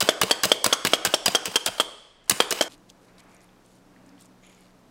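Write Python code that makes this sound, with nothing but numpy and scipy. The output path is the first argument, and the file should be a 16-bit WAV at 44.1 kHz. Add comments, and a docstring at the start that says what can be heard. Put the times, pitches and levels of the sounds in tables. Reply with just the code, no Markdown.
"""A palm slaps the knob of a plunger chopper on a stone counter: the shaft slides down, the blade lands,
and the spring throws the plunger back against its stop with a clack that rings in the kitchen.
After an abrupt change of place, a spoon scrapes wet mince out of a cup over a faint appliance hum.
Blows are noise bursts exciting damped modes; friction and squelches are filtered uneven noise;
the kitchen is a convolution with sparse decaying reflections, and the hum is a set of wavering sines."""
import sys
import numpy as np
from scipy import signal
from scipy.fft import rfft, irfft
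from scipy.io import wavfile
from scipy.ndimage import uniform_filter1d

SR = 44100
rng = np.random.default_rng(int(sys.argv[2]) if len(sys.argv) > 2 else 0)


def to_wav(s):
    """Save 16-bit WAV."""
    ch = np.atleast_2d(s).T  # columns
    pcm = np.round(np.clip(ch, -1, 1) * 32767)  # PCM
    wavfile.write(sys.argv[1], SR, pcm.astype(np.int16))


def undo_db(level):
    """Turn decibels back into plain size, where 20 dB means ten times bigger."""
    steps = np.asarray(level, float) / 20
    return 10 ** steps


N = 216387  # length in samples
TOP_HZ = SR / 2.2  # highest band edge


def evened(x):
    """Power normalisation: scales to rms 1."""
    return x / np.sqrt(np.mean(x ** 2) + 1e-20)


def peaked(x):
    """Short-time power normalisation: the loudest 3.4 ms get rms 1."""
    return x / np.sqrt(uniform_filter1d(x ** 2, 150).max() + 1e-20)


def read(points, hz):
    """Interpolation of a table along a logarithmic frequency axis."""
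    f, value = np.transpose(points)
    return np.interp(np.log(hz + 1), np.log(f + 1), value)


def coloured(x, points):
    """Spectral shaping: weights each Fourier component by a table of f/Hz, level/dB."""
    hz = np.fft.rfftfreq(len(x), 1 / SR)
    return irfft(rfft(x) * undo_db(read(points, hz)), len(x))


def band(x, lo_hz, hi_hz):
    """Causal Butterworth band-pass filtering."""
    sos = signal.butter(2, [lo_hz, min(hi_hz, TOP_HZ)], "band", fs=SR, output="sos")
    return signal.sosfilt(sos, x)


def add(mix, s, sound):
    """Superposition: adds a sound to the mix from time s."""
    part = mix[max(round(s * SR), 0):][:len(sound)]
    part += sound[:len(part)]


# palm on the knob: t/s, level/dB, low band/dB, treble re middle/dB, wait before the shaft slides/ms
PALM_SLAPS = [(0.0062, -20.5, -11, 7.5, 1.18), (0.2153, -16, 0, 3.5, 1.56), (0.4353, -18.5, -2, 6.5, 0.85),
              (0.6439, -15, -2.5, 5.5, 0.86), (0.8507, -13.5, -1.5, -1, 0.85), (1.051, -15, -3.5, 2, 0.84),
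              (1.2602, -16, -5.5, 4, 1.49), (1.457, -20.5, -9.5, 2, 0.55), (1.6619, -26.5, -7, 12, 1.05),
              (2.2976, -17.5, -4.5, 11.5, 9.6), (2.5086, -28.5, -15.5, 12, 1.3)]
# blade reaches the bottom: t/s, level/dB, low band re level/dB, treble re middle/dB, counter thump/dB
BLADE_LANDINGS = [(0.0266, -21, -5.5, -0.5, -25.5), (0.2338, -13.5, -7.5, -5, -22.5),
                  (0.4542, -15, -7, -0.5, -26.5), (0.663, -13.5, -5, 0, -25),
                  (0.871, -11.5, -18, -5.5, -31), (1.0728, -19.5, -12, -8, -30),
                  (1.281, -13.5, -8.5, -4.5, -27), (1.4808, -27.5, -7, -9.5, -33),
                  (1.6851, -29, 0, -22.5, -33), (2.3195, -20, -17.5, -6, -26.5),
                  (2.5251, -17, -8, -0.5, -46)]
# plunger hits its upper stop: t/s, level/dB, cup knock/dB, treble re middle/dB, shell ring/dB
STOP_CLACKS = [(0.0889, -10, -9.5, -4.5, -20), (0.3103, -11, -15.5, -2.5, -13.5),
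               (0.517, -10.5, -11.5, -4, -13), (0.7262, -15, -17, -5.5, -13),
               (0.9342, -12.5, -11.5, -3, -13), (1.1391, -15, -14, -4, -13.5),
               (1.349, -17.5, -15, 0.5, -13), (1.5571, -15, -19, 1.5, -15), (1.7993, -11, -17, -6, -21),
               (2.4026, -9, -13, -8.5, -21), (2.61, -9.5, -13.5, -7.5, -24.5)]
# each stroke: slide down/dB, spring rubbing on the way up/dB, cup knock f/Hz,
# shell mode that the stop favours f/Hz, blades singing on/dB
STROKE_DETAILS = [(-25.5, -35, 612, 1900, -47), (-25, -39, 580, 3215, -46), (-25, -35.5, 607, 3600, -48),
                  (-27, -40, 596, 3188, -48), (-27.5, -37.5, 640, 3320, -47.5),
                  (-27, -41.5, 610, 3205, -46.5), (-29.5, -37.5, 690, 3240, -50.5),
                  (-33, -42.5, 450, 3188, -46.5), (-28, -49, 625, 3100, -43),
                  (-22.5, -40.5, 475, 4000, -38.5), (-26.5, -36, 652, 3195, -51)]


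def chopper():
    """Successive excitation of coupled parts: slap, slide, landing, rise and clack in every stroke."""
    out = np.zeros(N)
    strokes = zip(PALM_SLAPS, BLADE_LANDINGS, STOP_CLACKS, STROKE_DETAILS)
    for slap, landing, clack, (slide_db, rise_db, knock_hz, ring_hz, sing_db) in strokes:
        palm_slap(out, *slap[:4])
        slide_start = slap[0] + slap[4] / 1000
        add(out, slide_start, rubbing(slide_start, landing[0] + .002, slide_db, growth_db=-4, ring=.6))
        blade_landing(out, *landing, knock_hz)
        add(out, landing[0], rubbing(landing[0], clack[0], rise_db, growth_db=0.5, ring=0.63))
        stop_clack(out, *clack, knock_hz, ring_hz, sing_db)
    catches(out)
    rattles(out)
    pings(out)
    return band(band(out, 75, 19500), 95, 19500)


REBOUND_MS = 1.4  # decay of the chatter in a bounce

# hollow knob under the palm: f/Hz, relative level/dB, t60/s
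KNOB_MODES = [(530, -9, 0.017), (1090, -2, 0.015), (1172, -0.5, 0.013), (1656, -1, 0.021)]


def palm_slap(out, s, db, low_db, treble_db):
    """Impact excitation: skin touches the knob, the blow shakes knob and shaft, and the knob bounces once."""
    knob = ringing(KNOB_MODES, 2.3, .02)
    add(out, s - .001, blow(shaft(), db, low_db, treble_db, decay_ms=2.4, ring=0.077, hollow=knob, top_db=2.0))
    touch = band(burst(1.0, rise_ms=1.7), 3194, 19000)  # skin meets the knob just before the blow
    add(out, s - .002, undo_db(db + treble_db - 10.5) * peaked(touch))
    bounce = blow(shaft(), db - 17.5, 0, treble_db - 3, REBOUND_MS, ring=0.11, top_db=0.5)
    add(out, s + 0.0025, bounce)


# stone counter: f/Hz, relative level/dB, t60/s
COUNTER_MODES = [(120.7, 2, 0.056), (191, 4.5, 0.07)]


def blade_landing(out, s, db, low_db, treble_db, thump_db, knock_hz):
    """Impact through a yielding layer: a sharp blow on the cup and a smoothed push on the counter."""
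    hit = blow(shaft(), db, low_db, treble_db, decay_ms=3.66, ring=0.067, hollow=cup(knock_hz), top_db=4.5)
    add(out, s - .001, hit)
    push = np.hanning(90)  # the blade sinks through the peppers: a soft push
    thump = np.convolve(ringing(COUNTER_MODES, 1.546, 0.065), push)
    add(out, s - .003, undo_db(thump_db) * peaked(thump))


# steel shell and cap: f/Hz, relative level/dB, t60/s
SHELL_MODES = [(1230, -24, 0.018), (2340, 7, 0.005), (2970, -19, 0.02), (3098, -11.5, 0.022),
               (3188, -4.5, 0.06), (3258, -2.5, 0.049), (3320, -7.5, .045), (3400, -11.5, 0.03),
               (3495, -10, .04), (3780, -2.5, 0.01), (4515, -9.5, .034), (4880, -9.5, 0.04),
               (5600, 6, 0.007), (6470, 6.5, 0.0047), (8140, 4.5, 0.0047)]
# thin steel blades: f/Hz, relative level/dB, t60/s
BLADE_MODES = [(3000, -2.5, 0.67), (3000, -10.5, 0.88), (3192, -6.5, .6), (3250, -3, .5), (3468, -3, 0.77),
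               (3630, -5, .5), (3660, -7.5, .6), (4530, -8, .5)]


def stop_clack(out, s, db, knock_db, treble_db, ring_db, knock_hz, ring_hz, sing_db):
    """Modal excitation by a hard stop: shell, cup and blades ring, the plunger rebounds, the spring jitters."""
    shell = ringing(SHELL_MODES, spread_db=2.5, detune=.004)
    rung = ringing(SHELL_MODES, spread_db=1.5, detune=.002, favoured_hz=ring_hz)
    singing = ringing(BLADE_MODES, spread_db=2, detune=.001, size=SR // 2)
    add(out, s, undo_db(sing_db) * singing)
    add(out, s - .0005, blow(shell, db, -5.5, treble_db, decay_ms=3.4, ring=0.4, top_db=-6.0))
    add(out, s + 0.0036, blow(shell, db - 8.5, -6.5, treble_db + 9.5, REBOUND_MS, ring=0.24))
    add(out, s, -undo_db(knock_db) * peaked(cup(knock_hz)))
    shell_ring = band(signal.fftconvolve(burst(1.2), rung)[:6000], 2724, 3600)
    add(out, s, undo_db(ring_db) * peaked(shell_ring))
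    add(out, s + 0.0072, shiver(db - 19))


# hollow cup: ratio to the knock's f, relative level/dB, t60/s
CUP_MODES = [(1.02, 15, 0.031), (2.007, 16, 0.0091), (0.61, -11, 0.03)]
# the cap over the cup: f/Hz, relative level/dB, t60/s
CAP_MODE = (508, 11, 0.018)


def cup(knock_hz):
    """Modal resonance: the hollow cup's knock at a given pitch, with the cap's own note."""
    modes = [(knock_hz * ratio, db, t60) for ratio, db, t60 in CUP_MODES]
    return band(ringing(modes + [CAP_MODE], 1.2, 0.011), 250, 2800)


# shaft pushed down: f/Hz, width/Hz, relative level/dB
SHAFT_RESONANCES = [(1080, 250, -4), (1640, 370, -5), (2985, 90, 1), (3990, 250, -10), (4880, 140, -4),
                    (6400, 450, -11), (8000, 200, -7), (10500, 400, -16)]


def shaft():
    """Bandwidth-decay reciprocity: each resonance dies in a t60 of 2.2 over its width."""
    modes = [(hz, db, 2.2 / width) for hz, width, db in SHAFT_RESONANCES]
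    return ringing(modes, spread_db=3, detune=.015)


def rubbing(start, end, db, growth_db, ring):
    """Friction excitation: uneven drag, heard directly and through the shaft's modes."""
    size = round((end - start) * SR)
    uneven = undo_db(2.5 * evened(uniform_filter1d(rng.standard_normal(6000), 60)))
    drag = rng.standard_normal(6000) * uneven
    direct = band(drag, 300, 5500) + 0.55 * band(drag, 280, 700) + .4 * band(drag, 12000, TOP_HZ)
    shaken = signal.fftconvolve(drag, shaft())[:6000]
    sound = evened(direct) + ring * evened(shaken)
    shape = undo_db(np.linspace(-growth_db, 0, size)) * signal.windows.tukey(size, .15)
    return undo_db(db) * evened(sound)[:size] * shape


def shiver(db):
    """Random impulse train: irregular ticks of the loose spring against the shaft, fading away."""
    duration_s, ticks_per_s, fade_db = .045, 1400, -24
    size = round(duration_s * SR)
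    luck = rng.random((size, 3))
    ticks = (luck[:, 0] < ticks_per_s / SR) * undo_db(-4 * np.log(luck[:, 1] + .02))
    grit = signal.lfilter([1], [1, -.97], ticks) * (luck[:, 2] - .5)
    sound = evened(band(grit, 1500, 8000)) + .25 * evened(band(grit, 8000, 13000))
    return undo_db(db + fade_db * np.linspace(0, 1, size)) * sound


# the blades brush their guide just before a blow: t/s, level/dB, treble re middle/dB
GUIDE_CATCHES = [(.075, -30, -2), (0.296, -29.5, -2), (0.496, -32.5, 1), (0.711, -32, -14.5),
                 (.919, -37.5, 5), (1.127, -38, 2), (1.514, -37.5, -1), (1.54, -34.5, -5),
                 (1.78, -31.5, -5.5), (2.24, -67, 7), (2.257, -63.5, 3), (2.277, -47.5, -7.5),
                 (2.284, -50, 0)]


def catches(out):
    """Grazing contact: slowly rising chatter drives the shell modes around 3195 Hz."""
    for s, db, treble_db in GUIDE_CATCHES:
        shell = ringing(SHELL_MODES, favoured_hz=3195)
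        add(out, s - .0005, blow(shell, db, -1.5, treble_db, decay_ms=4.7, ring=0.2, rise_ms=2.7))


# rattles of the loose shaft and spring: t/s, level/dB, treble re middle/dB, favoured mode f/Hz
LOOSE_RATTLES = [(0.011, -24, 2.5, 2970), (0.096, -24.5, -1, 3495), (0.107, -28.5, -3, 3195),
                 (.266, -37, -0.5, 7800), (0.281, -35, -6, 2970), (0.226, -27, -6, 7760),
                 (0.3131, -20, 2.5, 3320), (1.142, -19, 4.5, 5600), (1.354, -19.5, 3.5, 6470),
                 (.443, -22, -2, 2970), (0.654, -27.5, -7.5, 2970), (0.73, -16, 2, 6470),
                 (0.737, -25, -10, 3195), (0.943, -24, 0.5, 7720), (1.0544, -23.5, 3.5, 7950),
                 (1.06, -24, -5, 2970), (1.318, -35.5, 3.5, 7900), (1.262, -21.5, -0.5, 8140),
                 (1.27, -32, -0.5, 2970), (1.5649, -18.5, -1, 3495), (1.366, -28.5, -2.5, 5600),
                 (0.677, -29, -4, 2970), (1.6629, -21, -0.5, 3780), (1.675, -27.5, -4, 3195),
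                 (1.806, -18.5, -1.5, 3406), (2.31, -24, 1.5, 1230), (2.421, -23.5, -4, 3195),
                 (2.588, -30, -7, 5400), (2.623, -22.5, 0, 3195)]


def rattles(out):
    """Localised excitation: each chatter of loose parts favours the shell modes near its contact."""
    for s, db, treble_db, favoured_hz in LOOSE_RATTLES:
        shell = ringing(SHELL_MODES, favoured_hz=favoured_hz)
        add(out, s - .0005, blow(shell, db, -4, treble_db, decay_ms=5.2, ring=.3))


# one shell mode struck cleanly: t/s, level/dB, mode f/Hz
CLEAN_PINGS = [(.0105, -22.5, 2970), (.217, -25, 2970), (.3138, -19, 4515), (.4365, -23, 4880),
               (.441, -22.5, 2970), (.645, -23, 4880), (1.2605, -18, 4880), (1.262, -21.5, 2970),
               (1.355, -20, 3258), (1.673, -26, 3188)]


def pings(out):
    """Single-mode response: a short burst rings only the nearest shell mode."""
    for s, db, mode_hz in CLEAN_PINGS:
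        nearest = min(SHELL_MODES, key=lambda mode: abs(mode[0] - mode_hz))
        add(out, s, undo_db(db) * peaked(signal.fftconvolve(burst(1.2), ringing([nearest]))[:6000]))


def ringing(modes, spread_db=0., detune=0., favoured_hz=None, size=6000):
    """Modal superposition: damped sines whose levels and pitches vary a little from blow to blow."""
    t = np.arange(size) / SR
    luck = np.clip(rng.standard_normal((len(modes), 2)), -1.5, 1.5)
    out = np.zeros(size)
    for (hz, db, t60), (level_luck, pitch_luck) in zip(modes, luck):
        # a contact at one spot drives the nearest mode and hardly the others
        far_db = 0 if favoured_hz is None else min(150 * abs(np.log2(hz / favoured_hz)), 22)
        decay = undo_db(db - far_db + spread_db * level_luck - 60 * t / t60)
        out += decay * np.sin(2 * np.pi * hz * (1 + detune * pitch_luck) * t)
    return out


def burst(decay_ms, rise_ms=0.67):
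    """Contact chatter: spiky noise that starts fast and decays exponentially, with one hard first contact."""
    t = np.arange(3000) / SR * 1000  # ms
    noise = rng.standard_normal((3000, 2))
    spiky = noise[:, 0] * undo_db(3 * noise[:, 1])
    chatter = spiky * (1 - np.exp(-t / rise_ms)) * np.exp(-t / decay_ms)
    first_contact = .8 / rise_ms * np.exp(-((t - .6) / 0.023) ** 2)
    return chatter - first_contact


def blow(body, db, low_db, treble_db, decay_ms, ring, rise_ms=0.35, hollow=None, top_db=-9):
    """Source-filter principle: chatter heard directly and through a body; a hollow part may colour its low end."""
    force = burst(decay_ms, rise_ms)
    through_body = signal.fftconvolve(force, body)[:3000]
    sound = (1 - ring) * peaked(force) + ring * peaked(through_body)
    low = band(sound, 400, 1600)
    if hollow is not None:
        low = 0.2 * peaked(low) + peaked(signal.fftconvolve(force, hollow)[:3000])
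    middle = band(sound, 2260, 4340)
    top = band(force / np.abs(force).max(), 14000, TOP_HZ)
    treble = band(band(sound, 3500, TOP_HZ), 4400, 9300) + undo_db(top_db) * top
    level = np.sqrt(uniform_filter1d(middle ** 2 + treble ** 2, 150).max())
    return undo_db(db) * (undo_db(low_db) * peaked(low) + (middle + undo_db(treble_db) * treble) / level)


def spoon():
    """Granular contact noise: squelches, rasps of the spoon's edge and single ticks."""
    out = np.zeros(N)
    uneven = undo_db(3 * evened(uniform_filter1d(rng.standard_normal(N), 160)))
    grains = rng.standard_normal(N) * uneven
    squelches(out, grains)
    rasps(out, grains)
    ticks(out)
    return out


# spoon squelching through the mince: start t/s, end t/s, level/dB, treble re body/dB
MINCE_SQUELCHES = [(2.683, 2.764, -55.5, -2), (2.885, 2.914, -59, 0), (2.996, 3.117, -73.5, 3),
                   (3.178, 3.211, -57, -3), (3.275, 3.372, -65.5, 0), (3.394, 3.465, -72, 5),
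                   (3.606, 3.822, -76, 8), (4.05, 4.11, -70, -3), (4.17, 4.279, -68.5, 5),
                   (4.408, 4.749, -66.5, -6)]


def squelches(out, grains):
    """Bubble noise: grains swell with randomly timed bursting bubbles."""
    crackles_per_s = 160
    crackles = (rng.random(N) < crackles_per_s / SR) * undo_db(3.5 * np.minimum(rng.exponential(1, N), 3))
    wet = grains * (1 + signal.lfilter([1], [1, -.96], crackles))
    body = evened(band(wet, 2300, 5300))
    treble = evened(band(band(wet, 3000, 9500), 2040, 14400))
    for start, end, db, treble_db in MINCE_SQUELCHES:
        span = slice(round(start * SR), round(end * SR))
        shape = signal.windows.tukey(span.stop - span.start, .6)  # share spent rising and falling
        add(out, start, undo_db(db) * shape * (body[span] + undo_db(treble_db) * treble[span]))


# spoon edge along the cup: start t/s, end t/s, level/dB, upper resonances/dB
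EDGE_RASPS = [(3.072, 3.201, -68, -18), (3.159, 3.3, -61.5, -23), (3.27, 3.559, -61, -16),
              (3.673, 3.8, -83, 6), (4.413, 4.721, -61.5, -1.5)]
# resonances of the rasp: f/Hz, width/Hz, relative level/dB
RASP_RESONANCES = [(2380, 490, 0.5), (3040, 1240, 4.5), (6730, 670, 2.5), (9900, 650, -10)]


def rasps(out, grains):
    """Friction filtered by resonances: narrow bands of the grains, the upper ones sinking faster."""
    for start, end, db, upper_db in EDGE_RASPS:
        drag = grains[round(start * SR):round(end * SR)]
        size = len(drag)
        sinking_db = upper_db + np.linspace(1, -8, size)
        rasp = np.zeros(size)
        for k, (hz, width_hz, mode_db) in enumerate(RASP_RESONANCES):
            resonance = evened(band(drag, hz - width_hz / 2, hz + width_hz / 2))
            rasp += undo_db(mode_db + sinking_db * (k > 0)) * resonance
        fading = undo_db(np.linspace(0, -18, size))  # the edge bites, then lifts away
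        add(out, start, undo_db(db) * rasp * signal.windows.tukey(size, .25) * fading)


# wet ticks and spoon taps: t/s, level/dB, centre f/Hz
SPOON_TICKS = [(2.779, -60, 7100), (2.901, -45, 6510), (2.9, -47.5, 3340), (3.085, -61, 3980),
               (3.182, -53, 4510), (3.238, -64, 9700), (3.347, -52.5, 9800), (3.366, -55, 6500),
               (3.406, -60, 5880), (3.433, -61, 10800), (3.443, -57, 10600), (3.491, -60, 3200),
               (3.661, -58, 8900), (3.755, -63, 9500), (3.963, -54, 1686), (4.063, -59, 8020),
               (4.092, -56, 5760), (4.18, -56, 3010), (4.206, -58, 11000), (4.2106, -49, 8300),
               (4.212, -58, 3400), (4.222, -51, 7800), (4.227, -60, 8830), (4.263, -58, 7470),
               (4.257, -52, 7930), (4.389, -67, 4490), (4.468, -57, 9870), (4.497, -57, 9000),
               (4.518, -63, 9800), (4.548, -57, 7050), (4.59, -63, 9900), (4.608, -57, 10020)]


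def ticks(out):
    """Band-limited impulses: a narrow coloured click over a wider, weaker dry one."""
    for s, db, hz in SPOON_TICKS:
        click = burst(1.6, rise_ms=0.36)
        narrow = band(click, hz / 1.16, hz * 1.16)
        broad = band(click, hz / 1.9, hz * 1.9)
        add(out, s - .0005, undo_db(db) * peaked(peaked(narrow) + undo_db(-6) * peaked(broad)))


# decay in the kitchen: f/Hz, t60/s
KITCHEN_T60 = [(100, 0.37), (500, 0.75), (1500, 0.69), (3300, 0.94), (5000, 1), (8000, 0.75), (11000, 0.62),
               (13000, .45), (15000, 0.36)]
# spectrum of the reflections: f/Hz, relative level/dB
REFLECTION_COLOUR = [(60, -10.5), (200, 5.5), (600, 0.5), (1200, 6), (2200, 4.5), (2750, -4), (3300, -3),
                     (4000, -3.5), (6000, -2.5), (10000, -1.5), (13000, -5), (16000, -6)]


def kitchen(x):
    """Reverberation: sparse reflections of random sign, each band dying at its own speed.
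    Three random sets, faded in turn about 40 times a second, smooth the tail's spectrum; low and high separately."""
    low_turns_hz, high_turns_hz, split_hz, level_db = 40, 37, 1500, -15.5
    out, t = np.zeros(N), np.arange(N) / SR
    at = np.arange(300, SR - 20, 20)  # one reflection in every 20 samples
    low = signal.sosfiltfilt(signal.butter(2, split_hz, fs=SR, output="sos"), x)
    high = x - low
    for k in range(3):
        taps = np.zeros(SR)
        taps[at + rng.integers(0, 20, len(at))] = rng.choice([-1., 1.], len(at))
        hz, tail_t, z = signal.stft(taps, SR, nperseg=256)
        decay_db = 60 * tail_t / read(KITCHEN_T60, hz)[:, None]
        z *= undo_db(read(REFLECTION_COLOUR, hz)[:, None] - decay_db)
        tail = signal.istft(z, SR, nperseg=256)[1]
        low_fade = np.sqrt(2 / 3) * np.cos(2 * np.pi * (low_turns_hz * t + k / 3))
        high_fade = np.sqrt(2 / 3) * np.cos(2 * np.pi * (high_turns_hz * t + k / 3))
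        out += signal.fftconvolve(low * low_fade + high * high_fade, tail / np.linalg.norm(tail))[:N]
    return undo_db(level_db) * out


# air at the counter: f/Hz, relative level/dB
COUNTER_AIR = [(15, -13.5), (35, -1), (60, -18), (120, -15), (700, -15.5), (3000, -25.5), (7000, -41.5),
               (15000, -55.5)]


def counter_air():
    """Stationary background noise: white noise shaped to the air's spectrum."""
    return undo_db(-59.5) * evened(coloured(rng.standard_normal(N), COUNTER_AIR))


# air by the stove: f/Hz, relative level/dB
STOVE_AIR = [(12, -30), (25, 6.5), (40, -5), (75, -12.5), (158, -6), (228, -5), (293, -5), (640, -8),
             (1330, -16.5), (2100, -23.5), (3440, -23), (6000, -25), (10000, -30.5), (14000, -35),
             (16500, -40)]
# rumble of the house swelling: t/s, level/dB, deepest part/dB
RUMBLE_SWELL = [(2.69, -60.5, -63), (2.82, -68, -66), (3.089, -62.5, -73), (3.3, -58.5, -61),
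                (3.58, -66.5, -82), (3.81, -68.5, -62.5), (4.0, -61.5, -59.5), (4.13, -61.5, -56),
                (4.32, -65.5, -64), (4.599, -63.5, -78), (4.9, -68, -64)]
# appliance hum: f/Hz, rms level/dB, both before wavering
HUM_TONES = [(118.4, -70), (183.0, -63.5), (204.6, -84), (242.2, -75), (301.5, -70)]


def stove_side():
    """Noise and tonal background: room air, a swelling rumble and hum tones wavering in level and pitch."""
    t = np.arange(N) / SR
    out = undo_db(-59) * evened(coloured(rng.standard_normal(N), STOVE_AIR))
    rumble_colour = [(250, -15), (450, -5.5), (700, -6.5), (1200, -7.0), (2500, -15.0), (16000, -67.0)]
    rumble = evened(coloured(rng.standard_normal(N), rumble_colour))
    deep = evened(band(rng.standard_normal(N), 246, 294))
    s, rumble_db, deep_db = np.transpose(RUMBLE_SWELL)
    out += undo_db(np.interp(t, s, rumble_db)) * rumble
    out += undo_db(np.interp(t, s, deep_db)) * deep
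    for hz, db in HUM_TONES:
        waver = evened(signal.lfilter([1], [1, -.9995], rng.standard_normal(N)))
        phase = 2 * np.pi * np.cumsum(hz + 1.54 * waver) / SR
        out += np.sqrt(2) * undo_db(db + 1.7 * waver) * np.sin(phase)
    return out


def scene():
    """Superposition within each place: the chopping counter, then a hard change to the stove side."""
    change_s, ramp_s = 2.682, .002
    strokes = chopper()
    counter = strokes + kitchen(strokes) + counter_air()
    stove = stove_side() + spoon()
    after = np.clip((np.arange(N) / SR - change_s) / ramp_s, 0, 1)
    return (counter * (1 - after) + stove * after)[None]


def low_pass(x):
    """Removes everything above the highest recorded frequency."""
    return signal.sosfilt(signal.butter(12, 16820, fs=SR, output="sos"), x)


def record(dry):
    """Amplitude and band limiting: clips at full scale, then low-passes near 16 kHz, where the treble ends."""
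    edge = signal.firwin(255, 15900, window=("kaiser", 8), fs=SR)
    limited = signal.oaconvolve(np.clip(dry, -1, 1), edge[None], "same")
    return low_pass(limited)


dry = scene()
out = record(dry)
to_wav(out)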